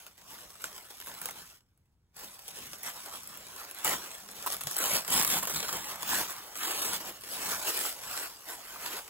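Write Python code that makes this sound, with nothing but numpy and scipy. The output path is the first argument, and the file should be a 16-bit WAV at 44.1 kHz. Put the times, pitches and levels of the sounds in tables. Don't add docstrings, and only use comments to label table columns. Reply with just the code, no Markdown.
import sys
import numpy as np
from scipy import signal
from scipy.io import wavfile
from scipy.ndimage import uniform_filter1d

SR = 44100
rng = np.random.default_rng(int(sys.argv[2]) if len(sys.argv) > 2 else 0)


def dump(signal):
    limited = np.clip(np.atleast_2d(signal).T, -1, 1)
    pcm = np.round(limited * 32767).astype(np.int16)
    wavfile.write(sys.argv[1], SR, pcm)


N = 400869

# [t/s, rustle level/dB, hollow of the box above the rustle/dB]
FIDGETS = [(0.0, -50.5, 1), (0.15, -65.5, -2), (0.33, -49, -1), (0.58, -56, -2.5), (0.66, -47, -2.5),
           (0.86, -55, 1), (1.0, -51.5, -4.5), (1.43, -51, -0.5), (1.57, -60.5, -6), (1.64, -84.5, 1.5),
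           (2.13, -91, 3), (2.168, -50, 1), (2.38, -53, -3.5), (2.61, -46.5, -4), (2.81, -51, -1.5),
           (2.97, -47.5, -2.5), (3.01, -46, -4), (3.22, -49.5, -6.5), (3.33, -48.5, -1), (3.4, -51.5, -1),
           (3.53, -51.5, -1), (3.6, -46, 0.5), (3.74, -56, 5), (3.78, -47.5, 2), (4.0, -47.5, 3.5),
           (4.28, -50.5, -3), (4.45, -46, 2.5), (4.58, -50.5, -3), (4.72, -39, -4.5), (5.03, -61.5, 11),
           (5.42, -57, -7), (5.5, -40, -4.5), (5.66, -43, -12), (5.71, -41, -2), (5.76, -44.5, 0),
           (5.9, -42.5, 2.5), (6.0, -58, 10.5), (6.33, -43.5, 2.5), (6.5, -55, 5.5), (7.19, -51, -2),
           (7.6, -44.5, 5), (7.98, -47, -2), (8.33, -50.5, 0), (8.45, -52.5, -1.5), (8.62, -51.5, 1),
           (8.76, -49, 4.5), (9.09, -52, 0)]
# [t/s, level/dB, bright half above dull half/dB]
SNAP_EVENTS = [(0.065, -41, 0), (0.178, -50, 2), (0.213, -57, -7), (0.216, -53, -10), (0.503, -45.5, -8),
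               (0.554, -49.5, -7), (0.619, -42, 12), (0.6405, -30.5, -6), (0.763, -42, 5),
               (0.779, -37.5, -1), (0.909, -53, 3), (1.001, -37, 5), (1.0127, -38, -2), (1.023, -45, -1),
               (1.044, -45, 14), (1.061, -42, 10), (1.07, -40, 5), (1.0775, -37, -3), (1.084, -41, 8),
               (1.096, -41, 5), (1.115, -47, -8), (1.119, -50, -5), (1.14, -41, 2), (1.149, -43, -4),
               (1.215, -34, 9), (1.229, -45, 5), (1.256, -30, 9), (1.264, -39, 7), (1.287, -36, 2),
               (1.294, -41, -8), (1.309, -34.5, 4), (1.313, -47, 3), (1.529, -58, 3), (1.5515, -61, 3),
               (1.606, -63, -8), (1.7754, -67, 11), (1.857, -73, 0), (2.143, -64, -5), (2.166, -47, 14),
               (2.2426, -39, 5), (2.391, -43, 2), (2.442, -52, 10), (2.474, -52, 10), (2.48, -37, 11),
               (2.4845, -47, -8), (2.587, -39, 5), (2.732, -36, -6), (2.7835, -46, 13), (2.814, -48, -5),
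               (2.832, -38.5, 18), (2.889, -39, 7), (3.116, -54, -6), (3.233, -43, 10), (3.273, -43.5, 20),
               (3.341, -45, 5), (3.373, -42, 16), (3.467, -42, 1), (3.5627, -39.5, 0), (3.648, -43, -5),
               (3.711, -37.5, 11), (3.7465, -43, 17), (3.7861, -41, 14), (3.846, -26, 20), (3.868, -24, 1),
               (3.877, -21.5, 2), (3.8935, -27, 11), (4.033, -47, -1), (4.114, -42, -10), (4.15, -40, 4),
               (4.2354, -49, 8), (4.288, -44, -14), (4.3136, -44, 16), (4.425, -37, -1), (4.462, -35, 15),
               (4.468, -26.5, 6), (4.474, -27.5, 1), (4.5018, -32, -4), (4.5227, -26.5, 5), (4.529, -28, 1),
               (4.538, -30, 9), (4.544, -30.5, 2), (4.566, -34, 6), (4.609, -32, 3), (4.613, -32, 3),
               (4.6354, -32.5, 6), (4.67, -28.5, 0), (4.672, -32, 8), (4.7118, -28.5, 7), (4.714, -42, 5),
               (4.72, -42, 5), (4.7655, -24.5, 10), (4.771, -36, 8), (4.781, -27, 10), (4.786, -26, 13),
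               (4.803, -30, 4), (4.817, -30, 4), (4.9356, -26, 17), (5.048, -36, -7), (5.078, -30, 8),
               (5.1035, -28, 17), (5.14, -27, 14), (5.196, -20, 2), (5.201, -35, 6), (5.205, -27, 0),
               (5.213, -21, -2), (5.225, -21, 5), (5.2314, -21, 4), (5.248, -17, 3), (5.266, -30, 14),
               (5.276, -23, 4), (5.368, -30, -13), (5.4272, -38, 10), (5.431, -32, 16), (5.453, -29, 3),
               (5.472, -33, 14), (5.497, -28.5, 5), (5.51, -35, 0), (5.516, -33, 1), (5.539, -34, -7),
               (5.545, -31, -1), (5.559, -35, -6), (5.563, -34, -11), (5.57, -35, -5), (5.598, -32, -6),
               (5.603, -29, -6), (5.628, -31.5, -10), (5.641, -39, -6), (5.648, -37, -5), (5.682, -33, 0),
               (5.688, -33, -5), (5.692, -30, -3), (5.727, -28.5, -3), (5.731, -36, -6), (5.768, -34, 9),
               (5.9435, -43, -5), (5.957, -36, 6), (6.023, -34, 2), (6.0298, -30, 1), (6.077, -35, 13),
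               (6.208, -33, -1), (6.306, -35, 17), (6.318, -41, -4), (6.555, -37, -9), (6.5736, -34, 9),
               (6.5945, -48, 9), (6.716, -31, 10), (7.009, -44, -10), (7.055, -48, -8), (7.21, -46, 15),
               (7.236, -39, -7), (7.514, -33, -2), (7.664, -34, 2), (7.70, -33, 0), (7.774, -26.5, 9),
               (8.175, -32.5, -10), (8.3366, -51, 2), (8.486, -37, 4), (8.499, -39, -2), (8.809, -46, 5),
               (8.861, -33, -7), (8.877, -39, -1), (8.91, -38, -3), (9.078, -42, -11)]
# [t/s, level/dB]
SLIP_EVENTS = [(0.0653, -56), (0.598, -51), (0.6394, -57), (0.902, -50), (1.2156, -51), (2.4798, -61),
               (2.832, -47), (3.8457, -34), (4.463, -37), (4.6084, -56), (4.667, -48), (4.782, -47),
               (5.0784, -41), (5.426, -37.5), (5.471, -35.5), (5.4979, -36.5), (5.558, -36), (5.5974, -50),
               (5.7264, -39), (7.0015, -45.5), (8.4846, -56)]
# [t/s, peak level/dB, f/Hz]
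POP_EVENTS = [(.642, -33, 1430), (1.023, -44, 1700), (1.061, -47, 1600), (1.071, -42, 1550),
              (1.078, -43, 1550), (1.097, -48, 1700), (1.114, -45, 915), (1.217, -40.5, 1720),
              (1.288, -36.5, 850), (1.289, -33, 2080), (3.125, -42, 1140), (3.15, -37, 1180),
              (3.17, -46, 1100), (3.615, -38, 1220), (4.463, -26, 1000), (4.473, -25, 1010),
              (4.645, -44, 1110), (5.232, -35, 1110), (5.437, -36, 1110), (5.477, -36, 1100),
              (5.599, -36, 1110), (5.629, -35, 1100), (5.69, -29, 1210), (6.03, -30.5, 980),
              (6.096, -34, 1070), (6.132, -24.5, 1030), (6.211, -28, 930), (7.852, -29, 1260),
              (8.61, -44, 1210), (8.76, -38, 1160)]
# [t/s at full strength, swell/s, hold/s, rustle level/dB,
# hollow of the box above the rustle/dB, sway of the box above the rustle/dB]
PULL_EVENTS = [(1.078, 0.045, 0.066, -56, 6, -4), (1.22, 0.015, 0.065, -51, -4, -6.5),
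               (1.366, 0.046, 0.026, -49.5, -4.5, -20), (2.198, 0.041, 0.042, -49, -1.5, -18),
               (2.873, 0.066, 0.011, -39, -3, -17), (3.071, 0.065, 0.0083, -53, 5.5, -29),
               (3.137, 0.026, 0.022, -41.5, -3.5, -33), (3.858, 0.027, 0.078, -34, 2, -16),
               (4.502, 0.03, 0.023, -37.5, -7, -15), (4.807, 0.05, 0.17, -30.5, -3, -22.5),
               (5.121, 0.058, 0.077, -26, -6.5, -20), (5.286, 0.086, 0.09, -30, -4, -19),
               (5.43, 0.068, 0.015, -51, -1, 5.5), (5.54, 0.079, 0.037, -37, -3, -3.5),
               (5.638, 0.043, 0.013, -43.5, 6.5, -8), (5.683, 0.03, .005, -42, 1.5, -9),
               (5.74, 0.069, 0.033, -44.5, 7.5, -1), (6.109, 0.12, .11, -33, 0.5, -18.5),
               (6.632, 0.13, .32, -34, -2.5, -20.5), (7.059, 0.065, 0.033, -44.5, 3, -12),
               (7.331, 0.13, 0.19, -39.5, -1.5, -32), (7.514, 0.081, 0.03, -36, -2, -25),
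               (7.68, 0.13, 0.018, -31.5, -2, -17), (7.771, 0.077, .12, -34, -5.5, -23),
               (8.102, 0.16, 0.16, -39.5, -2, -25), (8.497, 0.072, 0.043, -44.5, -0.5, -33),
               (8.869, 0.19, 0.12, -43, 3, -14.5)]
# [t/s, peak level/dB, f/Hz]
BUMP_EVENTS = [(3.855, -48, 117), (4.644, -47, 135), (4.665, -42, 134), (4.827, -45, 230), (4.93, -39, 190),
               (5.271, -55, 197), (5.36, -40, 169), (5.555, -43, 160), (5.58, -43, 178), (5.722, -53, 189)]

# [f/Hz, relative density level/dB]
SHEET_COLOUR = [(700, -59), (1500, -11.5), (2100, -4.5), (3100, 0.5), (4300, -2.5), (5100, 0), (5800, -1),
                (6600, -3), (8500, 1.5), (12300, 0), (14000, -1.5), (16000, -5)]
BOX_COLOUR = [(120, -40), (300, -10), (600, -5.5), (1050, -3.5), (1500, -4.5), (1850, -7), (2400, -9),
              (4000, -13)]
SWAY_COLOUR = [(30, -15), (60, -3.5), (110, -5.5), (190, 1.5), (300, -6.5), (600, -20.5)]
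SCRATCH_COLOUR = [(1400, -33), (2400, -10), (4200, -11.5), (6000, 3.5), (7200, 7), (10000, -50)]
ROOM_COLOUR = [(15, -32), (25, -5.5), (55, 5), (117, 0), (714, -25), (818, -24), (2000, -31), (8590, -39),
               (12500, -60), (16000, -56)]

# [f/Hz, left ahead of right/half-turns]
CHANNEL_PHASE = [(60, 0), (900, -.1), (2700, -.55), (3600, -.45), (4100, -.55), (4600, -1), (6350, -1),
                 (6850, 0), (8000, 0), (9000, 1), (9900, 1), (10900, 2), (11800, 2), (12700, 3), (13700, 3),
                 (14500, 4), (16500, 4)]
# [f/Hz, likeness 0..1]
CHANNEL_LIKENESS = [(60, .92), (200, .96), (700, .78), (1100, .9), (2200, .6), (3200, .6), (4300, .4),
                    (6300, .7), (7500, .93), (9400, .99), (16000, .995)]
# [f/Hz, left above right/dB]
CHANNEL_LEAN = [(60, 1), (180, 0.5), (550, -1.5), (1650, -1.5), (4970, -1), (9000, 2), (15000, -1.5)]
# [t/s, likeness there before the loss near a quarter turn 0..1, upper edge f/Hz]
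OPPOSED_BAND = [(0, 0.31, 5960), (1.5, 0.49, 6100), (2.2, 0.48, 6300), (3.8, .5, 6300), (3.9, 0.51, 6440),
                (4.0, 0.54, 6300), (4.7, 0.31, 6200), (4.8, .99, 6360), (4.97, .99, 6250),
                (5.05, 0.45, 6700), (5.15, 0.8, 6700), (5.4, 0.87, 7100), (5.5, 0.9, 6830),
                (5.88, .95, 6600), (5.95, .4, 6300), (6.5, 0.67, 6340), (6.63, 0.97, 6300), (6.9, 1, 6200),
                (7.0, 0.41, 6400), (9.09, 0.28, 6400)]

SWELL_DB, LET_GO_DB_PER_S = 20, 272
FIDGET_SWAY_DB = -15.5
SWAY_LUMPS_DB, SWAY_LUMP_S = 4, 0.15
SNAP_T60_S, SNAP_SPREAD = 0.0091, 0.2
CLICK_DB, KNOCK_DB = 2, -1.5
THUD_DB, THUD_T60_S = -7, 0.039
SLIP_RISE_S, SLIP_T60_S, SLIP_HOLLOW_DB = 0.002, 0.13, 3
TAPS_DB, SCRATCH_DB, ROOM_DB = -10.5, -11.5, -72
SPLIT_HZ = 8000
OPPOSED_HZ, OPPOSED_WIDTH_HZ, USUAL_EDGE_HZ = 5500, 900, 6600
BAND_LIMIT_HZ = 15850


def gain_of(db):
    return 10 ** (np.asarray(db) / 20)


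def evened(x):
    return x / np.sqrt(np.mean(x ** 2) + 1e-20)


def smoothed(x, span, axis=-1):
    return uniform_filter1d(uniform_filter1d(x, span, axis), span, axis)


def lumps(length_s):
    return evened(smoothed(rng.standard_normal(N), round(length_s * SR)))


def read(points, hz):
    f, value = np.transpose(points)
    return np.interp(np.log(hz + 1), np.log(f + 1), value)


def coloured(x, colour):
    level_db = np.maximum(read(colour, abs(np.fft.fftfreq(8192, 1 / SR))), -100)
    log_gain = np.log(gain_of(level_db))
    taps = np.fft.ifft(np.exp(np.conj(signal.hilbert(log_gain)))).real[:4096]
    return signal.oaconvolve(x, taps[None] / np.linalg.norm(taps), axes=1)[:, :N]


def add(track, s, shape):
    part = track[round(s * SR):][:len(shape)]
    part += shape[:len(part)]


def burst(rise_s, t60):
    t = np.arange(SR // 8) / SR
    shape = (1 - np.exp(-t / rise_s)) ** 2 * gain_of(-120 * t / t60)
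    return shape / shape.max()


def creases(per_s, spread_db, clump_db, clump_s):
    size_db = spread_db * np.minimum(rng.exponential(1, N), 4.2) + clump_db * lumps(clump_s)
    return gain_of(2 * size_db) * (rng.random(N) < per_s / SR)


def smeared(power, shape):
    out = abs(signal.oaconvolve(power, shape)[:N])
    return out / out.mean()


def drifting(x, patchy_db, wide_bins, long_frames):
    z = signal.stft(x, nperseg=512, noverlap=384)[2]
    patches = rng.standard_normal(z.shape[1:])
    patches = evened(smoothed(smoothed(patches, wide_bins, 0), long_frames, 1))
    moved = z * gain_of(patchy_db * patches)
    return evened(signal.istft(moved, nperseg=512, noverlap=384)[1][:, :N])


def rings(events, cycles):
    out, t = np.zeros((2, N)), np.arange(SR // 8) / SR
    for at, peak_db, hz in events:
        fade = gain_of(peak_db) * np.sqrt(burst(.5 / hz, cycles / hz))
        add(out[0], at, fade * np.sin(2 * np.pi * hz * t))
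        add(out[1], at, fade * np.cos(2 * np.pi * hz * t))
    return out


def fidgeting():
    t = np.arange(N) / SR
    s, rustle_db, hollow_db = np.transpose(FIDGETS)
    above_db = np.array([0 * t, np.interp(t, s, hollow_db), FIDGET_SWAY_DB + 0 * t])
    return gain_of(2 * (np.interp(t, s, rustle_db) + above_db))


def room():
    return gain_of(ROOM_DB) * coloured(rng.standard_normal((2, N)), ROOM_COLOUR)


def snaps():
    dull, bright, thuds, clicks = np.zeros((4, N))
    thud = burst(0.00049, THUD_T60_S) + gain_of(-23.0) * burst(0.0038, 0.072)
    thud *= gain_of(2 * THUD_DB)
    for at, level_db, bright_db in SNAP_EVENTS:
        t60 = SNAP_T60_S * np.exp(SNAP_SPREAD * rng.standard_normal())
        snap = burst(t60 / 10, t60) + gain_of(-34) * burst(.003, .08)
        dull_power = gain_of(2 * level_db - bright_db)
        add(dull, at, dull_power * snap)
        add(bright, at, gain_of(2 * level_db + bright_db) * snap)
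        add(thuds, at, dull_power * thud)
        add(clicks, at + t60 / 10, gain_of([level_db + CLICK_DB]))
    return dull, bright, thuds, clicks


def slips():
    power = np.zeros(N)
    for at, level_db in SLIP_EVENTS:
        add(power, at, gain_of(2 * level_db) * burst(SLIP_RISE_S, SLIP_T60_S))
    return power


def pops():
    return rings(POP_EVENTS, cycles=17)


def pulls():
    t, power = np.arange(N) / SR, np.zeros((3, N))
    for at, swell_s, hold_s, level_db, hollow_db, sway_db in PULL_EVENTS:
        near = slice(max(round((at - 1) * SR), 0), round((at + 1) * SR))
        since = t[near] - at
        swell_db = SWELL_DB * np.minimum(since, 0) / swell_s
        fall_db = LET_GO_DB_PER_S * np.maximum(since - hold_s, 0)
        above_db = np.array([[0], [hollow_db], [sway_db]])
        power[:, near] += gain_of(2 * (above_db + level_db + swell_db - fall_db))
    return power


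def bumps():
    return rings(BUMP_EVENTS, cycles=10.5)


def paper():
    fidget = fidgeting()
    rustle, hollow, sway = fidget + pulls()
    sway = sway * gain_of(2 * SWAY_LUMPS_DB * lumps(SWAY_LUMP_S))
    slip = slips()
    snap_dull, snap_bright, thuds, clicks = snaps()

    small = creases(per_s=2000, spread_db=2.4, clump_db=1.3, clump_s=.012)
    taps = creases(per_s=300, spread_db=3.0, clump_db=2.5, clump_s=.02)
    tilt = gain_of(0.48 * rng.standard_normal(N))
    crisp = burst(.0003, .008) + gain_of(-38) * burst(.003, .09)
    rounded = burst(0.0016, 0.02) + gain_of(-17) * burst(0.013, 0.2)

    dull = (rustle + slip) * smeared(small / tilt, crisp) + snap_dull
    bright = (rustle + slip) * smeared(small * tilt, crisp) + snap_bright
    scratch = gain_of(2 * SCRATCH_DB) * fidget[0] * smeared(small, crisp)
    ticks = gain_of(2 * TAPS_DB) * hollow * smeared(taps, burst(0.00036, .012))
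    body = (hollow + gain_of(2 * SLIP_HOLLOW_DB) * slip) * smeared(small / tilt, rounded)
    box = ticks + body + thuds

    noise = drifting(rng.standard_normal((4, N)), patchy_db=3.0, wide_bins=2, long_frames=15)
    dull_noise = np.sqrt(dull) * noise[:2]
    bright_noise = np.sqrt(bright) * noise[:2]
    split = signal.butter(4, SPLIT_HZ, fs=SR, output="sos")
    sheet = bright_noise + signal.sosfiltfilt(split, dull_noise - bright_noise) + clicks
    box_noise = np.sqrt(box) * noise[2:] + gain_of(KNOCK_DB) * clicks
    sway_noise = np.sqrt(sway) * rng.standard_normal((2, N))
    scratch_noise = np.sqrt(scratch) * noise[2:]
    return (coloured(sheet, SHEET_COLOUR) + coloured(box_noise, BOX_COLOUR)
            + coloured(sway_noise, SWAY_COLOUR) + coloured(scratch_noise, SCRATCH_COLOUR))


def scene():
    return paper() + pops() + bumps() + room()


def record(dry):
    hz, t, (first, second) = signal.stft(dry, SR, nperseg=1024, noverlap=768)
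    hz = hz[:, None]
    s, alike, edge_hz = np.transpose(OPPOSED_BAND)
    alike = np.clip(np.interp(t, s, alike), 0, 1)
    shift = USUAL_EDGE_HZ - np.interp(t, s, edge_hz)
    phase_hz = hz + shift * np.exp(-((hz - USUAL_EDGE_HZ) / 1500) ** 2)
    phase = np.pi * read(CHANNEL_PHASE, phase_hz)

    inside = np.exp(-((hz - OPPOSED_HZ) / OPPOSED_WIDTH_HZ) ** 4)
    same = inside * alike + (1 - inside) * read(CHANNEL_LIKENESS, hz)
    same = np.clip(same * (1 - .55 * (hz > 5000) * np.sin(phase) ** 2), 0, 1)

    right = same * np.exp(-1j * phase) * first + np.sqrt(1 - same ** 2) * second
    lean = gain_of(read(CHANNEL_LEAN, hz) / 2)
    stereo = np.array([first * lean, right / lean])
    stereo = signal.istft(stereo, SR, nperseg=1024, noverlap=768)[1][:, :N]
    low_pass = signal.firwin(511, BAND_LIMIT_HZ, window=("kaiser", 9), fs=SR)
    return signal.oaconvolve(stereo, low_pass[None], "same")


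dry = scene()
out = record(dry)
dump(out)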